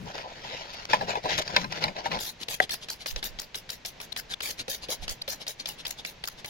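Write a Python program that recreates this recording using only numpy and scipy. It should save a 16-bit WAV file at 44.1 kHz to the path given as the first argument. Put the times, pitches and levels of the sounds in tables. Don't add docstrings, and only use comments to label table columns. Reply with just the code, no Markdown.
import sys
import numpy as np
from scipy import signal
from scipy.fft import rfft, irfft, next_fast_len
from scipy.io import wavfile
from scipy.ndimage import uniform_filter1d, map_coordinates

SR = 44100
rng = np.random.default_rng(int(sys.argv[2]) if len(sys.argv) > 2 else 0)


def unload_audio(sound):
    columns = np.transpose(np.atleast_2d(sound))
    steps = np.round(np.clip(columns, -1, 1) * 32767)
    wavfile.write(sys.argv[1], SR, steps.astype(np.int16))


N = 286209

# f/Hz, level/dB
AIR_EQ = [(20, -2), (45, 0), (90, -7), (150, -2), (300, -11), (550, -7), (950, -10), (1200, -16),
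          (1700, -12), (2200, -11.5), (4000, -15), (6500, -22.5), (8500, -40), (15500, -46)]
PUFF_EQ = [(40, 10), (80, -0.5), (200, -32), (600, -82)]
# f/Hz, correlation
AIR_CORRELATION = [(40, 0.95), (130, 0.82), (300, 0.9), (700, 0.08), (1500, 0.42)]
# centre t/s, level/dB, half length/s
PUFFS = [(3.15, -32.5, 0.021), (3.31, -44.5, 0.069), (5.03, -37, 0.02), (5.1, -40, 0.02)]

# t/s, length/s, dull pressure level/dB, gritty slide level/dB
DRAGS = [(0.073, 0.039, -43, -43), (0.153, 0.06, -41.5, -39), (0.249, 0.013, -38, -51),
         (0.287, 0.17, -47.5, -48), (0.447, 0.18, -44, -40), (0.597, 0.23, -49.5, -44.5),
         (0.913, 0.032, -37.5, -31), (0.974, 0.064, -38.5, -41), (1.091, 0.026, -35, -33),
         (1.145, 0.029, -34, -41.5), (1.249, 0.014, -34, -35.5), (1.302, 0.037, -35, -29),
         (1.391, 0.021, -36, -36), (1.464, 0.073, -40.5, -39), (1.542, 0.079, -37.5, -34),
         (1.723, 0.052, -40.5, -37.5), (1.827, 0.016, -34.5, -31.5), (1.855, 0.026, -35.5, -41),
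         (1.975, 0.024, -35, -41), (2.055, 0.015, -38.5, -38), (2.122, 0.031, -32, -33)]
# f/Hz, level/dB
PRESS_EQ = [(40, -10), (160, -1.5), (280, -5.5), (550, 4.5), (1000, 3.5), (1400, -41), (3000, -61)]
GRIT_EQ = [(500, -81), (1300, -7), (1900, -7), (3000, -7.5), (4000, -8.5), (5200, -10.5), (6800, -20),
           (8200, -42), (11000, -35.5), (15500, -44)]
CRUMB_EQ = [(1000, -2.5), (3500, 3.5), (6500, -2), (8200, -20.5), (11500, -15.5), (15500, -28)]
# centre t/s, level/dB, half length/s
CRUNCHES = [(.74, -39.5, 0.0067), (.854, -32.5, 0.0015), (1.155, -43, .002), (1.38, -28, 0.0026),
            (1.392, -23.5, 0.0067), (1.422, -31, 0.0042), (1.725, -29.5, .0017), (1.841, -20.5, 0.0019),
            (2.066, -35, 0.0016), (3.163, -32, 0.0014)]
# centre t/s, level/dB, half length/s
BOOMS = [(.03, -36, 0.043), (1.02, -37.5, 0.045), (1.36, -42.5, 0.034), (1.62, -35.5, 0.057),
         (1.74, -44, 0.038), (1.86, -35, 0.04), (2.135, -36, 0.041)]
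# centre t/s, level/dB, f/Hz, half length/s
SQUEAKS = [(1.104, -37, 7060, .008)]
# t/s, level/dB, hardness/octaves above a soft contact
KNOCKS = [(.932, -8.5, 1), (0.9354, -13, 0), (1.01, -20, .5), (1.154, -19, 0.5), (1.256, -17.5, -0.5),
          (1.379, -21, 3), (1.384, -18.5, -1.1), (1.477, -22, 3.5), (1.563, -8, 2), (1.5652, -13.5, 1.9),
          (1.643, -24, 1.3), (1.724, -25, 3), (1.839, -16.5, 1.8), (1.843, -20.5, -1), (1.881, -24, 1.2),
          (1.964, -30, 1.5), (2.057, -16.5, 0.4), (2.115, -20.5, 1.2), (3.161, -21.5, 3.5)]
# f/Hz, level/dB, t60/s
KNOCK_MODES = [(472, -16.5, 0.095), (601.5, -7.5, 0.1), (826, -4, 0.068), (990, -1.5, 0.073),
               (1667, 2, 0.027), (2028, -5, 0.042), (2534, 2, 0.028), (3290, -4.5, 0.021),
               (3910, 8.5, 0.02), (4970, 3, 0.022), (5500, 12, 0.0079)]
# t/s, left minus right level/dB
HAND_PAN = [(0, 1.5), (1.2, 3.5), (2.2, 2.5)]
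# f/Hz, lead/ms
HAND_LEAD = [(650, 0.2), (1100, 0.4306)]
NOZZLE_LEAD = [(650, 0.017), (1200, 0.49), (4000, .18)]

# t/s, tick level/dB, jet level/dB, length/s, wait for water/s, whistle level/dB
STROKES = [(2.188, -24, -34, 0.11, 0.011, -41), (2.483, -18.5, -32.5, 0.068, 0.0097, -40),
           (2.693, -23, -31, 0.05, 0.019, -25.5), (2.885, -24, -36.5, 0.048, 0.02, -26.5),
           (3.059, -20, -34, 0.054, 0.012, -30), (3.227, -21, -33.5, 0.046, 0.016, -25),
           (3.387, -27, -42.5, 0.055, 0.014, -28.5), (3.544, -25, -38.5, 0.043, 0.014, -26.5),
           (3.691, -27, -41.5, 0.057, 0.015, -28), (3.849, -22, -36.5, 0.039, 0.014, -30),
           (4.001, -25.5, -39.5, 0.038, 0.016, -31), (4.162, -21.5, -34.5, 0.032, 0.015, -28),
           (4.404, -22.5, -32, 0.11, 0.021, -33), (4.68, -22, -31, 0.07, 0.013, -35),
           (4.885, -26.5, -30, 0.052, 0.013, -33), (5.079, -22.5, -34, 0.045, .019, -26),
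           (5.278, -20.5, -33, 0.059, 0.012, -31.5), (5.466, -25.5, -36, 0.045, 0.018, -26.5),
           (5.657, -20.5, -37.5, 0.06, 0.019, -33), (5.851, -22, -41.5, 0.07, 0.02, -26),
           (6.048, -21.5, -39, 0.052, 0.017, -35), (6.238, -21, -49.5, 0.087, 0.019, -33.5),
           (6.445, -25, -41.5, 0.054, 0.017, -34)]
# f/Hz, level/dB
TICK_EQ = [(250, -5.5), (700, 1), (1200, -2.5), (1800, 2.5), (3300, 4.5), (5000, 3), (8000, -15.5),
           (11000, -11), (15500, -27)]
SPIT_EQ = [(150, -18), (800, -2.5), (4000, -2), (6000, 3.5), (8500, -10), (11000, -1.5), (15500, -4)]
JET_EQ = [(300, -11.0), (550, -6.0), (900, -6.0), (1200, -12.0), (1700, -4.5), (2500, -6.0), (3000, -4.0),
          (4000, 1.0), (5500, -1.5), (7000, -5.0), (8500, -16.0), (10500, -7.0), (12500, -8.5),
          (15500, -9.0)]
# t/s, level/dB
SPUTTERS = [(2.742, -28.5), (3.272, -41), (3.419, -34), (4.199, -32), (5.113, -34), (5.325, -33),
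            (5.496, -34), (5.69, -29), (5.881, -31.5), (5.91, -27.5), (6.277, -27), (6.286, -28.5)]
# t/s, level/dB
THUMPS = [(2.484, -37), (3.159, -27.5), (4.681, -25), (4.888, -26.5), (5.279, -26)]
# centre t/s, level/dB
REFILLS = [(2.422, -34), (2.632, -31.5), (2.834, -41), (3.018, -40), (3.183, -40.5), (4.319, -32.5),
           (4.603, -31), (4.84, -37.5), (5.038, -36.5), (5.42, -39), (5.608, -41), (5.802, -40.5),
           (5.996, -40.5), (6.394, -44)]
# f/Hz, level/dB
SUCTION_EQ = [(600, -9.0), (1300, -11.0), (2000, -10.0), (2800, -5.0), (3800, 0.0), (5000, -6.0),
              (6500, -11.0), (8300, -20.0), (11000, -20.0), (15500, -34.0)]
# centre t/s, level/dB, f/Hz
GULPS = [(2.433, -26, 3920), (4.126, -26.5, 3990), (4.340, -25, 3710), (5.221, -26, 4280),
         (5.601, -30, 4700), (5.609, -34.5, 4200)]
# f/Hz, level/dB, t60/s
PLOP_MODES = [(412, -32.5, 0.092), (622, -19, 0.046), (761, -16, 0.081), (1660, -5.5, 0.02),
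              (1910, -5.5, 0.017)]


def amp(db):
    return 10 ** (np.asarray(db) / 20)


def unit(x):
    return x / np.sqrt(np.mean(x ** 2) + 1e-20)


def along(points, hz):
    f, v = np.transpose(points)
    return np.interp(np.log(hz + 1), np.log(f + 1), v)


def clock():
    return np.arange(N) / SR


def wobble(rate):
    knots = rng.standard_normal(int(N * rate / SR) + 4)
    return map_coordinates(knots, [np.arange(N) * rate / SR])


def filtered(x, response):
    m = next_fast_len(N + SR // 4)
    return irfft(rfft(x, m) * response(np.fft.rfftfreq(m, 1 / SR)), m)[..., :N]


def coloured(x, eq, patchy_db=0, size=256):
    spectra = signal.stft(x, nperseg=size)[2]
    patches = uniform_filter1d(rng.standard_normal(spectra.shape[1:]), size=4, axis=0)
    patches = uniform_filter1d(patches, size=9, axis=1)
    x = signal.istft(spectra * amp(patchy_db * unit(patches)), nperseg=size)[1][..., :N]
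    return unit(filtered(x, lambda hz: amp(along(eq, hz))))


def grains(rate, spread_db, smooth):
    sizes = amp(spread_db * np.clip(rng.standard_normal(N), -2, 2))
    impacts = sizes * (rng.random(N) < rate / SR)
    return unit(impacts * rng.standard_normal((3, N))) + smooth * rng.standard_normal((3, N))


def warble(pitch, rough):
    phase = 2 * np.pi * (np.cumsum(pitch) / SR + rng.random((3, 1)))
    return np.sin(phase + np.cumsum(rough * rng.standard_normal(len(pitch))))


def struck(t, attack, t60):
    return (1 - np.exp(-t / attack)) * amp(-60 * t / t60)


def swells(rows):
    t = clock()
    return sum(amp(db) * np.exp(-.5 * np.minimum(((t - s) / half) ** 2, 100)) for s, db, half in rows)


def add(track, s, sound):
    part = track[..., max(round(s * SR), 0):][..., :sound.shape[-1]]
    part += sound[..., :part.shape[-1]]


def stereo(paths, lead_ms, left_db, scatter):
    sides = np.array([[1], [-1]])
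    share = lambda hz: np.clip(scatter * hz / (hz + 900), 0, 1)
    lead = lambda hz: np.exp(1j * np.pi * hz * along(lead_ms, hz) / 1000 * sides)
    direct = filtered(paths[0], lambda hz: np.sqrt(1 - share(hz)) * lead(hz))
    scattered = filtered(paths[1:], lambda hz: np.sqrt(share(hz)))
    return (direct + scattered) * amp(sides * left_db / 2)


def hand_pan():
    return np.interp(clock(), *np.transpose(HAND_PAN))


def outdoor_air():
    width = lambda hz: np.arccos(np.clip(along(AIR_CORRELATION, hz), -1, 1)) / 2
    mid_side = lambda hz: np.array([np.cos(width(hz)), np.sin(width(hz))])
    mid, side = filtered(rng.standard_normal((2, N)), mid_side)
    bed = amp(-50.8 + wobble(8)) * coloured(np.array([mid + side, mid - side]), AIR_EQ)
    puffs = swells(PUFFS) * amp([[-5], [2.5]]) * coloured(rng.standard_normal((2, N)), PUFF_EQ)
    return bed + puffs


def rubbing():
    rise_s, t60_s = .028, .19
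    t, slips = clock(), wobble(70)
    pressure, sliding = np.zeros((2, N))
    for s, length, press_db, slide_db in DRAGS:
        attack = np.clip((t - s) / rise_s + 1, 0, 1)
        drag = attack * amp(-60 * np.clip(t - s - length, 0, 1) / t60_s)
        pressure = np.maximum(pressure, amp(press_db) * drag)
        sliding = np.maximum(sliding, amp(slide_db) * drag)
    press = pressure * amp(2 * slips) * coloured(grains(900, .81, 1), PRESS_EQ, patchy_db=3.5)
    grit = coloured(grains(2400, 3.6, .65), GRIT_EQ, patchy_db=3, size=512)
    slide = sliding * amp(1.1 * slips) * grit
    crumble = swells(CRUNCHES) * coloured(grains(4000, 3, .3), CRUMB_EQ, patchy_db=3)
    boom = swells(BOOMS) * warble(np.full(N, 169.4), rough=.0848)
    squeaks = sum(swells([(s, db, half)]) * warble(np.full(N, hz), rough=.071)
                  for s, db, hz, half in SQUEAKS)
    return stereo(press + slide + crumble + boom + squeaks, HAND_LEAD, left_db=hand_pan(), scatter=.81)


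def contact_db(hz, hardness):
    soft_hz, db_per_octave = 680, 9.5
    return -db_per_octave * (np.hypot(np.log2(hz / soft_hz) - hardness, 1) - 1)


def knocks():
    ring, crush, t = np.zeros((3, N)), np.zeros(N), np.arange(SR // 6) / SR
    hz, mode_db, t60 = np.transpose(KNOCK_MODES)[:, :, None]
    breaking = struck(t, .0012, t60=.012) + amp(-16) * struck(t, .0022, t60=.047)
    for s, db, hardness in KNOCKS:
        shifted_hz = hz * (1 + .05 * rng.standard_normal(hz.shape))
        blur = np.cumsum(.055 * rng.standard_normal((len(hz), len(t))), axis=1)
        phase = 2 * np.pi * (shifted_hz * t + rng.random((3, len(hz), 1))) + blur
        modes = amp(db + contact_db(hz, hardness) + mode_db) * struck(t, .0026, t60) * np.sin(phase)
        add(ring, s, modes.sum(1))
        add(crush, s, amp(db - 1 + contact_db(4700, hardness)) * breaking)
    crunch = crush * coloured(grains(4000, 1, .14), GRIT_EQ, patchy_db=-1.5)
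    return stereo(ring + crunch, HAND_LEAD, left_db=hand_pan(), scatter=.5)


def squirts():
    jet_start_db, jet_sag_db, jet_rise_s, jet_t60_s = 1.5, 3.5, .006, .095
    closing_hz, closing_s, whistle_half_s = 7250, .001993, .003
    spit_half_s, hollow_hz = .002, 545
    tick, jet = np.zeros((2, N))
    tones, t = np.zeros((3, N)), np.arange(SR // 4) / SR
    spit = swells([(s, db, spit_half_s) for s, db in SPUTTERS])
    for s, tick_db, jet_db, length, wait, whistle_db in STROKES:
        flow_t = t - wait
        add(tick, s, amp(tick_db) * struck(t, .0018, t60=.029))
        flow_db = jet_start_db - jet_sag_db * np.minimum(t / length, 1)
        tail_db = -60 * np.maximum(t - length, 0) / jet_t60_s
        add(jet, s, amp(jet_db + flow_db + tail_db) * np.clip(flow_t / jet_rise_s, 0, 1))
        air_left = np.clip(1 - flow_t / closing_s, .8, 4)
        pitch = closing_hz * np.exp(.08 * rng.standard_normal()) / np.sqrt(air_left)
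        whistle = warble(pitch, rough=.28)
        octave = amp(-31) * warble(np.minimum(2 * pitch, SR / 2), rough=.3)
        early_ring = amp(-15) * np.clip(-flow_t / whistle_half_s, 0, 1)
        swell = np.exp(-(flow_t / whistle_half_s + 1) ** 2)
        add(tones, s, amp(whistle_db) * (early_ring + swell) * (whistle + octave))
        add(spit, s, amp(whistle_db - 3) * np.exp(-(flow_t / spit_half_s) ** 2))
    for s, db in THUMPS:
        hollow = warble(np.full(len(t), hollow_hz), rough=.12)
        add(tones, s, amp(db) * struck(t, .0024, t60=.061) * hollow)
    droplets = grains(4500, 2.6, .85)
    water = jet * amp(1.5 * wobble(190)) * coloured(droplets, JET_EQ, patchy_db=4.5, size=512)
    air = spit * coloured(rng.standard_normal((3, N)), SPIT_EQ, patchy_db=4)
    valve = tick * coloured(grains(4000, 1.1, .69), TICK_EQ, patchy_db=3)
    return stereo(water + air + tones + valve, NOZZLE_LEAD, left_db=2, scatter=.92)


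def refills():
    half_s = .012
    fizz = coloured(grains(3000, 3, .8), SUCTION_EQ, patchy_db=3.5, size=512)
    suction = swells([(s, db, half_s) for s, db in REFILLS]) * fizz
    t = np.arange(SR // 50) / SR - .01
    for s, db, hz in GULPS:
        chirp = warble(hz * np.exp(t / .06), rough=.27)
        add(suction, s + t[0], amp(db) * np.exp(-(t / .004) ** 2) * chirp)
    return stereo(suction, NOZZLE_LEAD, left_db=2, scatter=.51)


def plop():
    start_s = 2.6015
    ring, t = np.zeros((3, N)), np.arange(SR // 6) / SR
    for hz, db, t60 in PLOP_MODES:
        add(ring, start_s, amp(db) * struck(t, .001, t60) * warble(np.full(len(t), hz), rough=.045))
    midrange = signal.butter(2, [350, 2600], "band", fs=SR)
    crack = signal.lfilter(*midrange, rng.standard_normal((3, len(t))))
    add(ring, start_s, amp(-15) * struck(t, .00056, t60=.018) * unit(crack))
    return stereo(ring, HAND_LEAD, left_db=6.5, scatter=.087)


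def scene():
    return outdoor_air() + rubbing() + knocks() + squirts() + refills() + plop()


def record(dry):
    top_hz, fade_hz = 16600, 900
    return filtered(dry, lambda hz: np.sin(np.pi / 2 * np.clip((top_hz - hz) / fade_hz, 0, 1)) ** 2)


dry = scene()
out = record(dry)
unload_audio(out)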